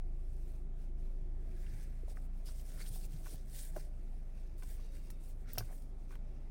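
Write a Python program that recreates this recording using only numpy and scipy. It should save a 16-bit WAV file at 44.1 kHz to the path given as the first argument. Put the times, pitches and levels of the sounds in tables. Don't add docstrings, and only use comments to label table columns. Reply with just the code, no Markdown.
import sys
import numpy as np
from scipy import signal
from scipy.io import wavfile

SR = 44100
rng = np.random.default_rng(int(sys.argv[2]) if len(sys.argv) > 2 else 0)


def unload_wav(signal):
    wavfile.write(
        sys.argv[1],
        SR,
        np.round(np.clip(np.atleast_2d(signal).T, -1, 1) * 32767).astype(np.int16),
    )


def level_to_linear(level):
    exponent = np.asarray(level, float) / 20
    return 10 ** exponent


N = 286870

# (frequency [Hz], t60 [s])
PANEL_MODES = [(62, .15), (108, 0.11), (150, 0.12), (240, 0.032), (300, .04), (370, 0.05), (445, 0.03),
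               (620, 0.032), (680, .025), (750, .045), (880, 0.015), (1015, 0.03), (1150, 0.015),
               (1300, 0.02), (1500, 0.022), (1650, .015), (1800, 0.018), (2050, 0.014), (2300, 0.025),
               (2750, 0.02), (3100, 0.02), (3700, 0.0081), (4400, 0.012), (4750, .016), (5050, 0.02),
               (5350, 0.018), (5600, 0.016), (5850, .012), (6200, 0.011)]


def rms_one(x):
    return x / np.sqrt(np.mean(x ** 2) + 1e-20)


def in_time(rows):
    s, *columns = np.transpose(rows)
    return [np.interp(np.arange(N) / SR, s, column) for column in columns]


def drift(rate):
    pole = np.exp(-80 * np.pi * rate / SR)
    noise = rng.standard_normal(N // 40 + 2002)
    slow = signal.lfilter([1], [1, -2 * pole, pole * pole], noise)[2000:]
    return np.interp(np.arange(N) / 40, np.arange(len(slow)), rms_one(slow))


def bands(spectrum, source, flicker_db, flicker_rate, count=3):
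    hz, db = np.transpose(spectrum)
    top_hz = min(hz[-1], 16500)
    edges = np.geomspace(hz[0], top_hz, int(count * np.log2(hz[-1] / hz[0])))
    for k, (low, high) in enumerate(zip(edges, edges[1:])):
        mid = np.sqrt(low * high)
        band = signal.butter(2, [low, high], "band", fs=SR, output="sos")
        cut = signal.sosfilt(band, source[k % 2])
        colour_db = np.interp(np.log(mid), np.log(hz), db)
        yield mid, cut * level_to_linear(colour_db + flicker_db * drift(flicker_rate))


def ring(push, hz, t60):
    r, w = level_to_linear(-60 / (t60 * SR)), 2 * np.pi * hz / SR
    return signal.lfilter([0, np.sin(w)], [1, -2 * r * np.cos(w), r * r], push + 1e-18)


def swell(s, rise, fall, db):
    roundness = 1.5
    t = np.arange(0, N + 40, 40) / SR
    shape_db = db - 20 * np.where(t < s, (s - t) / rise, (t - s) / fall) ** roundness
    return np.interp(np.arange(N) / SR, t, np.sqrt(np.sum(level_to_linear(2 * shape_db), axis=0)))


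def engine():
    # (time [s], firing rate [Hz], drone level [dB])
    idle = [(0, 26.8, -38.3), (.5, 26.9, -39.5), (1.25, 27, -38.6), (1.75, 27.3, -39.8), (2.0, 28.7, -39),
            (2.5, 27.8, -41.2), (3.0, 27.7, -40.5), (3.5, 27.2, -43), (3.75, 27.5, -41.3),
            (4.1, 26.9, -42.5), (4.6, 27.3, -41.7), (5.0, 26.8, -42.3), (5.5, 26.7, -43.7),
            (6.0, 27.1, -42.7), (6.5, 27.1, -43)]
    # (multiple of the firing rate, level re the first [dB], waver [dB])
    orders = [(1, 0, -1), (1.5, -20.5, 2), (2, -13.5, 2.5), (3, -26.5, 6), (4, -28, 3), (5, -25, 1.5),
              (6, -31, -1), (7, -37.5, 2)]
    hz, db = in_time(idle)
    turn = 2 * np.pi * np.cumsum(hz) / SR
    out = 0
    for multiple, order_db, waver_db in orders:
        wander = .25 * (multiple - 1) * drift(1.08) + rng.uniform(0, 2 * np.pi)
        level = level_to_linear(order_db + waver_db * np.clip(drift(4.0), -3, 1.5))
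        out = out + level * np.sin(multiple * turn + wander)
    return np.sqrt(2) * level_to_linear(db) * out


def rumble():
    # (frequency [Hz], relative level per Hz [dB])
    colour = [(22, -15.5), (38, -7.5), (50, -1), (70, -13), (100, -10.5), (146, -14.5), (210, -16.5),
              (290, -20.5), (367, -21.5), (499, -32), (580, -24), (650, -28), (750, -29), (850, -35),
              (970, -37), (1055, -48), (1170, -36), (1330, -42), (1620, -45), (2030, -42), (2320, -44),
              (2600, -48), (2990, -50.5), (8890, -58.5), (16000, -69.5)]
    # (time [s], level [dB])
    rumble_level = [(0, -57), (1.5, -56), (3, -55.5), (4.5, -56.5), (6.5, -54.5)]
    # (time [s], level [dB])
    hum_level = [(0, -68.5), (.9, -68.5), (1.7, -66.5), (2.0, -74), (2.3, -87), (6.5, -80.5)]
    hum_hz, hum_t60_s = 364.5, 0.044
    slices = bands(colour, rng.standard_normal((2, N)), flicker_db=2.05, flicker_rate=4.7, count=6)
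    noise = rms_one(sum(cut for hz, cut in slices))
    once = ring(rng.standard_normal(N), hum_hz, hum_t60_s)
    hum = rms_one(ring(once, hum_hz, hum_t60_s))
    return level_to_linear(in_time(rumble_level)[0]) * noise + level_to_linear(in_time(hum_level)[0]) * hum


def patter():
    drops_per_s, least_db = 300.0, -85
    falls = rng.random(N) < drops_per_s / SR
    small = falls * level_to_linear(least_db + 2.5 * np.minimum(rng.exponential(1, N), 4))
    lands = rng.integers(5, 18, N)
    return sum(ring(small * (lands == k), *mode) for k, mode in enumerate(PANEL_MODES))


def cabin(x):
    t60_s = 0.085
    t = np.arange(SR // 4) / SR
    thin = signal.lfilter([1, -.9], [1, -.6], rng.standard_normal(len(t)))
    tail = thin * level_to_linear(-60 * t / t60_s) * (t > .002)
    return signal.fftconvolve(x, tail / np.sqrt(np.sum(tail ** 2)))[:N]


def jacket():
    # (frequency [Hz], relative level per Hz [dB])
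    colour = [(410, 3), (700, -21), (1230, -20.5), (1310, -12), (1770, -14), (2160, -16), (2900, -9),
              (3500, -5.5), (4300, -6), (5300, -4), (6300, -5.5), (7200, -6), (8200, -3), (9000, -1.5),
              (10000, -4), (10700, -5), (11500, -4), (12500, -3.5), (13500, -3), (15000, -3), (16000, -6)]
    # (time of peak [s], rise by 20 dB [s], fall by 20 dB [s], hiss level [dB], dullness [dB])
    strokes = [(0.521, 0.627, 0.18, -78.8, -1.2), (0.824, 0.115, 0.12, -81.2, 1.2),
               (0.993, 0.052, 0.438, -83.4, 0.4), (1.523, 0.22, 0.613, -80.7, 0.8),
               (1.627, 0.086, 0.044, -74.0, -1.8), (1.725, 0.161, 0.22, -72.9, 0.3),
               (1.831, 0.092, 0.043, -69.7, -0.8), (1.9, 0.345, 0.488, -81.0, -0.6),
               (2.108, 0.044, 0.045, -68.7, -0.4), (2.17, 0.026, 0.037, -74.1, -1.6),
               (2.252, 0.162, 0.033, -76.2, -4.4), (2.386, 0.148, 0.116, -80.8, 0.1),
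               (2.476, 0.028, 0.079, -61.6, 0.1), (2.598, 0.151, 0.055, -66.8, -3.9),
               (2.693, 0.1, 0.44, -66.8, -2.6), (2.82, 0.06, 0.044, -62.5, 0.5),
               (2.867, 0.029, 0.059, -61.3, -1.3), (2.961, 0.09, 0.043, -59.1, -3.8),
               (3.053, 0.168, 0.032, -64.3, -2.1), (3.13, 0.068, 0.164, -69.5, 0.5),
               (3.275, 0.066, 0.197, -65.8, 1.1), (3.339, 0.223, 0.041, -64.7, -5.7),
               (3.585, 0.112, 0.143, -56.6, -4.0), (3.699, 0.205, 0.025, -65.8, -11.9),
               (3.79, 0.09, 0.106, -66.5, -0.7), (4.039, 0.4, 0.886, -82.9, -0.1),
               (4.385, 0.11, 0.351, -82.9, 4.0), (4.587, 0.02, 0.181, -71.6, -3.9),
               (4.71, 0.108, 0.095, -64.6, -5.0), (4.812, 0.12, 0.187, -76.2, 3.2),
               (4.955, 0.072, 0.134, -72.1, -1.0), (5.051, 0.044, 0.268, -77.4, 1.1),
               (5.244, 0.075, 0.136, -72.0, -4.5), (5.305, 0.055, 0.044, -72.2, -4.7),
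               (5.415, 0.1, 0.1, -80, -3), (5.503, 0.05, 0.04, -80, 11), (5.506, 0.033, 0.406, -68.6, 0.1),
               (5.63, 0.134, 0.134, -75.5, -18.5), (5.74, 0.058, 0.123, -68.9, -12.4),
               (6.002, 0.041, 0.189, -83.1, 0.1), (6.122, 0.054, 0.068, -74.7, 2.4),
               (6.359, 0.412, 0.548, -88.5, 4.6)]
    s, rise, fall, db, dull_db = np.transpose(strokes)[:, :, None]
    snaps = rng.standard_normal((2, N)) * level_to_linear(3.2 * np.minimum(rng.exponential(1, (2, N)), 5))
    slices = list(bands(colour, snaps, flicker_db=1.6, flicker_rate=30.0, count=5))

    def level(colour_db):
        return swell(s, rise, fall, db + colour_db)

    def part(low_hz, high_hz):
        return rms_one(sum(cut for hz, cut in slices if low_hz <= hz < high_hz))

    hiss = level(0) * part(6500, 11000)
    sizzle = level(-1.8 - .12 * dull_db) * part(11000, 2e4)
    swish = level(dull_db) * part(2800, 6500)
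    rub = level(-1.8 + .95 * dull_db - .45 * (db + 70)) * part(0, 2800)
    return level_to_linear(1.1 * drift(120.0)) * (hiss + sizzle + swish + rub + scuffs(part))


def scuffs(part):
    # (time of peak [s], rise by 20 dB [s], fall by 20 dB [s], level [dB], lowest frequency [Hz])
    scuff_rows = [(1.78, .45, .3, -77, 1600), (2.81, .14, .08, -70, 900), (3.64, .3, .15, -75, 1450),
                  (3.8, .05, .1, -76, 1450), (4.7, .07, .1, -76, 1450), (4.965, .04, .04, -79, 1450),
                  (5.5, .07, .035, -69, 1300), (5.71, .05, .05, -75, 1050)]
    catch = level_to_linear(4.0 * drift(150.0))
    out = 0
    for *stroke, low_hz in scuff_rows:
        out = out + swell(*np.array(stroke)[:, None, None]) * part(low_hz, 2350) * catch
    return out


def taps():
    # (time [s], peak level [dB], centre of ringing [Hz], spread [octaves], contact [s])
    tap_rows = [(1.665, -56, 2600, 0.77, .004), (1.728, -46.5, 105, .4, 0.035),
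                (2.032, -47, 430, 0.3, 0.0012), (2.079, -50, 680, 0.28, 0.002), (2.092, -57, 620, .2, .002),
                (2.109, -55, 520, 0.25, 0.003), (2.12, -60, 750, .2, .002), (2.1705, -49, 1550, 0.3, .0025),
                (2.176, -55, 650, .25, .003), (2.487, -56, 1500, 0.73, .01), (2.596, -56, 3500, 0.67, .006),
                (2.905, -41, 100, 0.7, 0.015), (2.959, -51, 760, 0.2, 0.0029), (3.134, -42, 144, 0.4, 0.01),
                (3.169, -47, 54.95, .4, 0.024), (3.336, -48.5, 190, .5, .01), (3.26, -49, 1500, 0.6, 0.008),
                (3.268, -49, 1100, .8, .005), (3.326, -54, 400, 0.5, 0.0048), (3.34, -52, 780, .3, .003),
                (3.752, -54, 550, .3, .002), (3.7618, -40, 600, 0.35, 0.0008),
                (3.762, -43, 370, .12, .0006), (3.7655, -35, 630, 0.2, 0.0006),
                (3.7635, -46, 1700, .8, .004), (3.775, -51, 1000, .5, .003), (3.781, -50, 680, .3, .002),
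                (3.77, -52, 149.3, 0.77, 0.021), (4.6235, -51, 1700, 0.98, 0.005),
                (4.629, -54, 900, .5, .01), (4.633, -52, 3000, 1.2, .005), (4.795, -57, 702, 0.93, 0.0056),
                (5.102, -52, 1788, 0.9, 0.0046), (5.555, -54, 2200, .9, .003), (5.558, -52, 560, .5, 0.006),
                (5.5765, -38, 1000, 1.3, 0.002), (5.577, -40, 750, .15, .004), (5.582, -38, 3300, .3, .003),
                (5.575, -40, 100, .3, .006), (5.5823, -31, 5350, 0.14, .0035),
                (5.587, -39, 5150, .14, .016), (5.581, -36.5, 1100, 1.3, .006), (5.592, -49, 450, .6, .006),
                (5.623, -54, 1500, .4, .005), (5.607, -41, 850, 1.1, 0.0065),
                (5.607, -39, 105, 0.35, 0.006), (5.688, -57, 1400, .5, .01), (5.699, -55, 600, 0.6, 0.008),
                (5.709, -53, 750, 0.7, 0.008), (5.724, -55, 600, .6, .01), (5.727, -59, 1900, .3, .003),
                (6.108, -53, 1400, .4, .002), (6.114, -57, 1700, .3, .001), (6.12, -57, 1900, .3, .001),
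                (6.125, -54, 1200, .8, .005), (6.138, -57, 1500, .4, .003), (6.154, -51, 1800, .6, .002),
                (6.158, -55, 900, .6, .006)]
    out, hz = np.zeros(N + SR), np.transpose(PANEL_MODES)[0]
    click = np.arange(SR // 4) == 0
    modes = np.array([ring(click, *mode) for mode in PANEL_MODES])
    chance = rng.standard_normal((len(tap_rows), len(PANEL_MODES) + 5))
    for (s, db, centre_hz, spread, contact), luck in zip(tap_rows, chance):
        off = np.log2(hz / centre_hz) / spread
        blow = level_to_linear(-6 * off ** 2 + 2.2 * luck[5:]) @ modes
        jolts = np.zeros(round(contact * SR) + 1)
        places = (np.linspace(0, 1, 5) ** 1.324 * (len(jolts) - 1)).astype(int)
        np.add.at(jolts, places, np.sign(luck[:5]) * level_to_linear(-1.5 * np.arange(5)))
        edges = centre_hz * 2 ** (np.array([-1, 1]) * (spread + .25))
        soft = signal.butter(2, edges, "band", fs=SR, output="sos")
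        blow = signal.sosfilt(soft, np.convolve(blow, jolts))
        at = round(s * SR)
        out[at:at + len(blow)] += level_to_linear(db) * blow / np.abs(blow).max()
    return out[:N]


def ticks():
    # (time [s], nominal level [dB], spray t60 [s], lowest frequency [Hz])
    splats = [(2.083, -60, .04, 4000), (2.4575, -52.5, .08, 3500), (2.598, -60, 0.035, 3000),
              (2.881, -53, .015, 7000), (3.337, -47, .04, 5000), (3.764, -47.5, 0.083, 5000),
              (4.5815, -63, .08, 5998), (4.624, -57, .03, 2500), (4.633, -48, 0.025, 2999),
              (5.1031, -42, 0.03, 4370), (5.109, -52, 0.034, 5000), (5.2874, -56, .05, 11000),
              (5.492, -62, .01, 6000), (5.5332, -26, 0.011, 14000), (5.534, -46, .03, 7500),
              (5.5765, -57, .04, 2500), (5.5822, -21.5, 0.018, 11500), (5.5823, -29, .02, 2500),
              (5.587, -39, 0.085, 1500), (5.8215, -56.5, 0.044, 3000), (6.108, -63, .015, 3000),
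              (6.119, -58, .04, 2993), (6.1542, -56, 0.028, 2500)]
    out, t = np.zeros(N + SR), np.arange(SR // 4) / SR
    crack = level_to_linear(-60 * t / 0.0094)
    onset = np.minimum(t / 0.00028, 1)
    for s, db, t60, low_hz in splats:
        bright = signal.butter(3, low_hz, "high", fs=SR, output="sos")
        spray = signal.sosfilt(bright, rng.standard_normal(len(t)))
        shape = (level_to_linear(-60 * t / t60) + crack) * onset
        at = round(s * SR)
        out[at:at + len(t)] += level_to_linear(db - 9.5) * shape * rms_one(spray)
    return out[:N]


def squeaks():
    # (time [s], length [s], slip rate [Hz], level [dB], tilt per partial [dB])
    squeak_rows = [(2.449, 0.058, 5000, -63.5, -17), (2.793, .045, 2200, -58.5, -2.5),
                   (2.81, .03, 4500, -59, -30), (2.857, 0.013, 3150, -56, -9),
                   (2.808, .014, 9770, -60, -30), (2.866, .04, 8750, -59, -30),
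                   (2.868, .035, 12500, -60, -30), (3.048, .015, 7300, -62, -8.0)]
    out = np.zeros(N)
    for s, length, hz, db, tilt_db in squeak_rows:
        at, size = round(s * SR), round(length * SR)
        rough = rng.standard_normal((3, 4000))
        stack = 0
        for k in range(3):
            partial = ring(rough[k], min((k + 1) * hz, 16000), 0.009)
            stack = stack + level_to_linear(k * tilt_db) * rms_one(partial)
        out[at:at + size] += level_to_linear(db) * np.hanning(size) * stack[-size:]
    return out


def whine():
    # (frequency [Hz], start [s], length [s], level [dB])
    tone_rows = [(2240.0, 4.8, .45, -90), (2760.0, 4.8, .3, -84), (2650.0, 5.05, .22, -84),
                 (3800.0, 4.8, .25, -84), (3720.0, 5.02, .23, -83), (4560.0, 4.79, .28, -82.5),
                 (6030.0, 4.75, .25, -87)]
    t60_s = .022
    out = 0
    for hz, s, length, db in tone_rows:
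        along = np.clip((np.arange(N) / SR - s) / length, 0, 1)
        shape = np.abs(np.sin(np.pi * along)) ** .3 * (along < 1)
        tone = rms_one(ring(ring(rng.standard_normal(N), hz, t60_s), hz, t60_s))
        out = out + level_to_linear(db + 2.5 * drift(8.0)) * shape * tone
    return out


def scene():
    drops = patter() + taps() + ticks()
    rain = drops + level_to_linear(-9.5) * cabin(drops)
    return (engine() + rumble() + rain + jacket() + squeaks() + whine())[None]


def band_limit(x):
    return signal.sosfilt(signal.butter(12, 16510, fs=SR, output="sos"), x)


def record(dry):
    port_hz, port_t60_s, port_db = 9000.0, 0.0031, -10
    on_top = 2 * (1 - level_to_linear(-60 / (port_t60_s * SR)))
    resonance = np.gradient(ring(dry, port_hz, port_t60_s), axis=1)
    finished = dry + level_to_linear(port_db) * on_top * resonance
    return band_limit(finished)


dry = scene()
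out = record(dry)
unload_wav(out)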